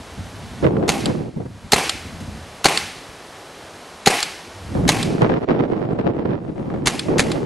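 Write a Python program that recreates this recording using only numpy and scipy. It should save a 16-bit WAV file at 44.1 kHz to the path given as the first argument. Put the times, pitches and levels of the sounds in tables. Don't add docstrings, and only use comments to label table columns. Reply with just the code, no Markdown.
import sys
import numpy as np
from scipy import signal
from scipy.io import wavfile
from scipy.ndimage import uniform_filter1d

SR = 44100
rng = np.random.default_rng(int(sys.argv[2]) if len(sys.argv) > 2 else 0)


def store_pcm(level_fs):
    pcm = np.round(np.clip(level_fs, -1, 1) * 32767).astype(np.int16)
    wavfile.write(sys.argv[1], SR, np.atleast_2d(pcm).T)


def decibels_to_gain(level_db):
    exponent = np.asarray(level_db, float) / 20
    return 10 ** exponent


N = 328545


def evened(x):
    return x / np.sqrt(np.mean(x ** 2) + 1e-20)


def add(mix, s, sound):
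    part = mix[round(s * SR):][:len(sound)]
    part += sound[:len(part)]


def colour(x, spectrum):
    hz, db = np.transpose(spectrum)
    grid_hz = abs(np.fft.fftfreq(4096, 1 / SR))
    log_gain = np.interp(np.log(grid_hz + 1), np.log(hz + 1), db) * np.log(10) / 20
    taps = np.fft.ifft(np.exp(np.conj(signal.hilbert(log_gain)))).real[:2048]
    taps = taps.reshape((1,) * (x.ndim - 1) + (-1,))
    return signal.oaconvolve(x, taps, axes=-1)[..., :x.shape[-1]]


def swell(t, rise, t60):
    climb = np.exp(np.minimum(t, 0) / max(rise, 1e-4))
    decay = decibels_to_gain(-60 * np.maximum(t, 0) / t60)
    return np.where(t < 0, climb, decay)


def metal(x):
    # f/Hz, width/Hz, level/dB
    body_modes = [(2130, 130, -16.5), (3960, 930, 0.5), (4630, 1500, -1.5), (6600, 600, -5),
                  (9360, 600, -13)]
    t = np.arange(400) / SR
    ring = 0
    for hz, width, db in body_modes:
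        ring = ring + decibels_to_gain(db) * width * np.exp(-np.pi * width * t) * np.sin(2 * np.pi * hz * t)
    return evened(signal.oaconvolve(x, ring)[:len(x)])


def clack(db, spectrum, ring, t60):
    t = np.arange(2000) / SR - 10e-3
    noise = rng.standard_normal(len(t))
    hit = evened(colour(noise, spectrum)) + ring * metal(noise)
    return decibels_to_gain(db) * hit * swell(t, .001, t60)


def thump(t):
    u = (t - .0146) * 190
    out = -decibels_to_gain(-11) * np.cos(2 * np.pi * u) * np.exp(-(u / .7) ** 2)
    for k in range(7):
        u = (t - .0100 - .0025 * k) * 620
        strength = decibels_to_gain(-2.5 * (2 - k)) if k <= 2 else decibels_to_gain(-7 - 3 * (k - 2))
        out -= strength * np.cos(2 * np.pi * u) * np.exp(-(u / .7) ** 2)
    return out


def echoes(t):
    # f/Hz, level/dB
    fence_spectrum = [(88, -36.5), (150, -2), (209, -7.5), (476, -1.5), (593, -11), (781, 1), (973, -12.5),
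                      (1050, -2.5), (1280, -12), (2570, -5), (3450, -13.5), (9630, -18), (12000, -21.5),
                      (15600, -44.5), (22000, -120)]
    # f/Hz, level/dB
    trees_spectrum = [(180, -18), (300, -14), (539, -24), (831, 6.5), (985, -9.5), (1080, -2.5),
                      (2270, 4.5), (3710, -1), (4400, 0), (12000, -14), (15600, -48.5), (22000, -120)]
    n = len(t)
    grains = decibels_to_gain(2.0 * rng.exponential(1, n)) * (rng.random(n) < .3) * rng.standard_normal(n)
    lumps = decibels_to_gain(2.0 * evened(uniform_filter1d(rng.standard_normal(n), size=300)))
    slap = decibels_to_gain(1.5) * swell(t - .0402, 0.0005, .016)
    scatter = lumps * swell(t - .0415, 0.0021, 0.62) * swell(t - .11, 1.0, 1.0)
    near = evened(colour(grains, fence_spectrum)) * (slap + scatter)
    panel = signal.lfilter(*signal.iirpeak(770, 4.0, SR), rng.standard_normal(n))
    drum = evened(panel) * swell(t - .065, 0.011, 0.24) * swell(t - .09, 0.75, 0.23)
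    far = evened(colour(rng.standard_normal(n), trees_spectrum)) * swell(t - .13, 0.084, 0.77)
    return near + decibels_to_gain(-2.0) * drum + decibels_to_gain(-7.0) * far


def muzzle(t, thump_db):
    hz = 4150 * (1 + 0.071 * rng.uniform(-1, 1))
    ring = decibels_to_gain(5 + .7 * thump_db) * np.sin(2 * np.pi * hz * t) * swell(t - .0134, .0008, .014)
    since_crack = t - 0.014
    crack = decibels_to_gain(3) * np.sin(2 * np.pi * 2040 * since_crack) * swell(since_crack, 0.00021, 0.0073)
    return ring + crack


def gun():
    # sear clack t/s, clack level/dB, blast hiss level/dB, barrel thump level/dB, yard echo level/dB
    shots = [
        (0.879, -10, -10, -14.5, -26.5),
        (1.7209, 9.5, -7, -0.5, -19.5),
        (2.644, 6.5, -5, -0.5, -19),
        (4.0606, 7.5, -6, 1, -18.5),
        (4.8782, -2, -7, -5.5, -23.5),
        (6.8588, -1, -7, -17.5, -29),
        (7.182, -2, -8.5, -36, -31.5),
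    ]
    # t/s, level/dB
    resets = [(1.056, -12.5), (1.8929, -6), (2.773, -6), (4.2267, -5.5), (5.027, -11.5), (6.992, -11),
              (7.3155, -15)]
    # t/s, level/dB, t60/s
    splats = [
        (2.204, -45.5, .15),
        (4.19, -27.5, 0.0065),
        (4.2056, -17.5, 0.003),
    ]
    # delay/s, level/dB, rise/s, t60/s
    action = [
        (.003, -16, .002, .12),
        (.0132, 0, .0011, .011),
        (.0185, -7, .0007, .012),
        (.0215, -9, .0006, .012),
        (.026, -17, .0006, .01),
        (.028, -21, .004, .12),
    ]
    # f/Hz, level/dB
    clack_spectrum = [(290, -52.5), (500, -12.5), (1250, -3), (3670, -7), (5400, -6.5), (7140, -2.5),
                      (8380, -11.5), (12000, -12), (15600, -29), (22000, -120)]
    # f/Hz, level/dB
    gas_spectrum = [(530, -8.5), (900, -8.5), (1510, -12.5), (2240, -8), (3530, -21), (4150, -17.5),
                    (5320, -20), (6330, -13), (12000, -26), (15600, -14), (22000, -120)]
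    # f/Hz, level/dB
    reset_spectrum = [(500, -14.5), (1200, -2.5), (2500, -9.5), (3900, 2), (4900, 0.5), (5900, -23.5),
                      (7000, -1), (9800, -15), (12000, -25)]
    out, t = np.zeros(N), np.arange(SR) / SR
    for s, clack_db, blast_db, thump_db, echo_db in shots:
        add(out, s - 19 / 2000, clack(clack_db - 20.5, clack_spectrum, 0.73, 0.038))
        noise = rng.standard_normal(len(t))
        gas = evened(colour(noise, gas_spectrum)) + .6 * metal(noise)
        flow = sum(decibels_to_gain(db) * swell(t - delay, rise, t60) for delay, db, rise, t60 in action)
        blast = decibels_to_gain(blast_db) * (gas * flow + muzzle(t, thump_db))
        add(out, s, blast + decibels_to_gain(thump_db) * thump(t) + decibels_to_gain(echo_db) * echoes(t))
    for s, db in resets:
        add(out, s - .008, clack(db - 7.5, reset_spectrum, 0.54, 0.028))
    for s, db, t60 in splats:
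        add(out, s - 10e-3, clack(db, clack_spectrum, .3, t60))
    return out


def force(column=1):
    # t/s, force level/dB, tumble level/dB
    wind_course = [(0, -44, 3), (.6, -40.5, -10.5), (.635, -16, 0), (1.24, -12.5, -3), (1.4, -18.5, 0),
                   (1.68, -50.5, -5), (2.3, -38, -1.5), (2.62, -53, -4), (3.3, -61, -3), (4.45, -56, 17),
                   (4.72, -28.5, 3), (4.9, -20, -6), (5.2, -7, -1), (5.45, -11.5, 3.5), (6.3, -5, -0.5),
                   (6.45, -12, -2.5), (7.0, -10.5, -2.5), (7.12, 6, 0)]
    rows = np.transpose(wind_course)
    return np.interp(np.arange(N) / SR, rows[0], rows[column])


def camera_gain():
    duck_from_db, duck_share, recover_db_per_s, duck_s = -29, 0.87, 26.5, 0.059
    climb = np.arange(N) / SR * recover_db_per_s
    over_db = duck_share * np.maximum(force() - duck_from_db, 0)
    held_db = np.maximum.accumulate(over_db + climb) - climb
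    lag = np.exp(-1 / (duck_s * SR))
    return -signal.lfilter([1 - lag], [1, -lag], held_db)


def wind():
    # centre t/s, level/dB, half width/s, sharpness/dB
    puffs = [(0.005, 12, 0.014, -3), (.215, 11, .04, -4), (.652, 14, 0.016, 7.5), (.79, 3.5, 0.081, -5.5),
             (.96, -3.5, 0.019, 0), (1.345, -9, 0.079, -9), (1.41, 3.5, .02, -2), (1.461, 7, 0.0088, -4),
             (1.66, 15, .03, 4), (1.953, 13, 0.013, 0), (2.07, 8, 0.023, 0), (2.225, 11, 0.016, -2),
             (2.29, 8, 0.018, 4), (2.86, 12.5, 0.074, 0), (2.98, 9, 0.027, 2), (3.095, 14, 0.034, 9),
             (4.81, 3.5, 0.056, -3), (5.07, 1.5, 0.025, -19), (5.225, 2, 0.09, 6.5), (5.402, -13, 0.011, 6),
             (5.464, -18, 0.017, -4), (5.512, 7.5, 0.055, 7), (6.029, -8.5, 0.0092, 5),
             (6.073, 3, 0.032, -0.5), (6.14, -3.5, 0.011, 3.5), (6.311, 4.5, 0.056, 4),
             (6.399, -7, 0.018, 2), (6.55, -8, 0.013, -4), (6.922, -5, 0.033, -2.5),
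             (7.042, -9.5, 0.07, -9)]
    # t/s, level over the wind/dB
    eddies = [(0.169, 4.5), (0.208, -5.5), (0.638, -6), (.665, 8), (0.769, 3.5), (.827, 5), (1.057, 10),
              (1.258, 3.5), (1.36, 13.5), (2.128, 4.5), (2.342, 7), (4.749, 8), (4.851, 6), (5.06, 3),
              (5.218, 7.5), (5.292, 5), (5.339, 4.5), (5.427, 1.5), (5.486, -3.5), (5.591, 3.5),
              (5.719, 2.5), (5.829, -2), (5.989, 3.5), (6.06, 3.5), (6.099, -1), (6.579, 1.5), (6.7, 2),
              (6.738, 2), (6.759, 0), (7.083, 6)]
    # t/s, level/dB
    lean_course = [(0, 0), (1, -1.5), (1.7, 0), (4.6, -1), (5.5, -2.5), (6.3, -2), (6.8, -.5)]
    # f/Hz, level/dB
    deep_spectrum = [(15, -30.5), (35, -7.5), (70, 5), (100, 13), (160, -37.5), (400, -52)]
    # f/Hz, level/dB
    rumble_spectrum = [(50, -19.5), (110, -3), (170, -1.5), (250, -4.5), (400, -22), (1000, -67)]
    # f/Hz, level/dB
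    buffet_spectrum = [(100, -55.5), (220, -2.5), (330, 10), (500, 4.5), (800, -6), (1400, -20.5),
                       (2500, -57)]
    # f/Hz, level/dB
    crackle_spectrum = [(300, -7), (700, 1), (1500, -6.5), (2500, -16), (4000, -25.5), (5500, -32),
                        (7300, -46), (12000, -69)]
    t = np.arange(N) / SR
    force_db, tumble_db = force(), force(column=2)
    puff_db, sharp_db = 0, 5.5
    for at, db, half, sharpness_db in puffs:
        bump = np.exp(-((t - at) / half) ** 2)
        puff_db = puff_db + db * bump
        sharp_db = sharp_db + sharpness_db * bump
    rumble_db = force_db + puff_db
    deep_db = np.minimum(force_db + 2, -30.5) + puff_db
    buffet_db = rumble_db - 3.5 + tumble_db - 1.4 * np.maximum(-19 - rumble_db, 0)

    slow_noise = uniform_filter1d(uniform_filter1d(rng.standard_normal((2, N)), 500), 500)
    lumps_db = 2.0 * evened(slow_noise)
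    pops = rng.standard_normal((3, N)) * decibels_to_gain(3 * np.minimum(rng.exponential(1, (3, N)), 4))
    pops = pops * (rng.random((3, N)) < 2500 / SR)
    for at, db in eddies:
        pops[:, round(at * SR) + 60] += decibels_to_gain(15.5 + db) * np.array([.6, -1, .5])
        lumps_db = lumps_db + db * swell(t - at - .002, 0.00028, 0.45)
    own = pops[:2] * decibels_to_gain(lumps_db)
    shared = pops[2] * decibels_to_gain(lumps_db.mean(0))

    deep = evened(colour(own + 5.0 * shared, deep_spectrum))
    rumble = evened(colour(own + 2.17 * shared, rumble_spectrum))
    buffet = evened(colour(own + 0.66 * shared, buffet_spectrum))
    small = own * abs(pops[:2]) ** .25 * decibels_to_gain(.6 * lumps_db)
    crackle = evened(colour(small - 0.043 * small[::-1], crackle_spectrum))
    near = decibels_to_gain(rumble_db - 0.5 - 0.65 * tumble_db) * rumble
    near = near + decibels_to_gain(buffet_db + 4.5) * (buffet + decibels_to_gain(sharp_db - 15.0) * crackle)
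    lean = decibels_to_gain(np.outer([.5, -.5], np.interp(t, *np.transpose(lean_course))))
    return decibels_to_gain(camera_gain()) * (decibels_to_gain(deep_db) * deep + lean * near)


def snaps():
    # t/s, peak level/dB
    snap_times = [(.642, -12), (.767, -21), (.827, -19.5), (4.753, -28), (4.853, -22), (5.219, -23),
                  (5.295, -19), (5.338, -16), (5.487, -16), (5.989, -22), (6.01, -24.5), (6.579, -23.5),
                  (6.702, -24), (6.739, -23.5), (6.76, -24), (7.084, -25)]
    # f/Hz, level/dB
    snap_spectrum = [(200, -21), (500, 7), (1200, 0), (2500, -12.5), (4500, -26.5), (8000, -41),
                     (12000, -59)]
    out, t = np.zeros((2, N)), np.arange(2000) / SR
    likeness, t60 = 0.75, 0.023
    for s, db in snap_times:
        left, other = rng.standard_normal((2, len(t)))
        right = likeness * left + (1 - likeness) * other
        pop = colour(np.array([left, right]) * decibels_to_gain(-60 * t / t60), snap_spectrum)
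        add(out.T, s, decibels_to_gain(db) * pop.T / abs(pop).max())
    return out


def yard():
    # f/Hz, level/dB
    yard_spectrum = [(18, -54.5), (30, -8), (279, -1), (317, 0.5), (377, 0.5), (461, 2), (497, 0.5),
                     (689, 1), (954, -2), (1420, -4.5), (2470, -9), (4510, -12), (12000, -22), (15600, -41),
                     (22000, -120)]
    hiss = evened(colour(rng.standard_normal(N), yard_spectrum))
    open_db = 1.5
    return decibels_to_gain(-41 + open_db + camera_gain()) * hiss


def scene():
    # f/Hz, level/dB
    width_spectrum = [(300, -55.5), (1100, -21), (2200, -21), (3600, -6), (4600, -30), (8000, -21.5)]
    mid = gun() + yard()
    scatter = rng.standard_normal(600) * decibels_to_gain(-40 * np.arange(600) / 600)
    scatter = scatter / np.linalg.norm(scatter)
    side = colour(signal.oaconvolve(mid, scatter)[:N], width_spectrum)
    return np.array([mid + side, mid - side]) + wind() + snaps()


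def starve(x):
    # f/Hz, level/dB
    starve_floor = [(1500, -80), (3500, -69), (6000, -67), (11400, -67), (11900, -50)]
    mid_side = np.array([x[0] + x[1], x[0] - x[1]]) / 2
    hz, t, z = signal.stft(mid_side, SR, nperseg=1024)
    power = uniform_filter1d(abs(z) ** 2, size=3, axis=2)
    loud_db = 10 * np.log10(abs(uniform_filter1d(power.sum((0, 1)), size=9)) + 1e-20)
    power_db = 10 * np.log10(abs(uniform_filter1d(power, size=3, axis=1)) + 1e-20)
    whim = rng.standard_normal((len(t), len(hz))).T
    whim = uniform_filter1d(uniform_filter1d(whim, size=4, axis=0), size=5, axis=1)
    whim_db = 4 * evened(whim)
    floor_db = np.interp(hz, *np.transpose(starve_floor))[:, None]
    keep = power_db > loud_db + floor_db + whim_db
    keep[1] &= power_db[1] > uniform_filter1d(power_db[0], size=9, axis=0) - 13 + whim_db
    keep[1, hz > 4100] &= (whim_db[0] > 3)
    spell_db = uniform_filter1d(camera_gain(), size=2 * SR)[np.minimum((t * SR).astype(int), N - 1)]
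    keep[:, hz > 11550] &= spell_db > -11
    mid, side = signal.istft(z * keep, SR, nperseg=1024)[1][:, :N]
    return np.array([mid + side, mid - side])


def top_cut(x):
    return signal.sosfilt(signal.butter(12, 12190, fs=SR, output="sos"), x)


def record(dry):
    taps = signal.firwin(401, 12200, window=("kaiser", 9), fs=SR)
    limited = signal.oaconvolve(np.clip(dry, -.97, .97), taps[None], "same")
    finished = np.clip(starve(limited), -1, 1)
    return top_cut(finished)


dry = scene()
out = record(dry)
store_pcm(out)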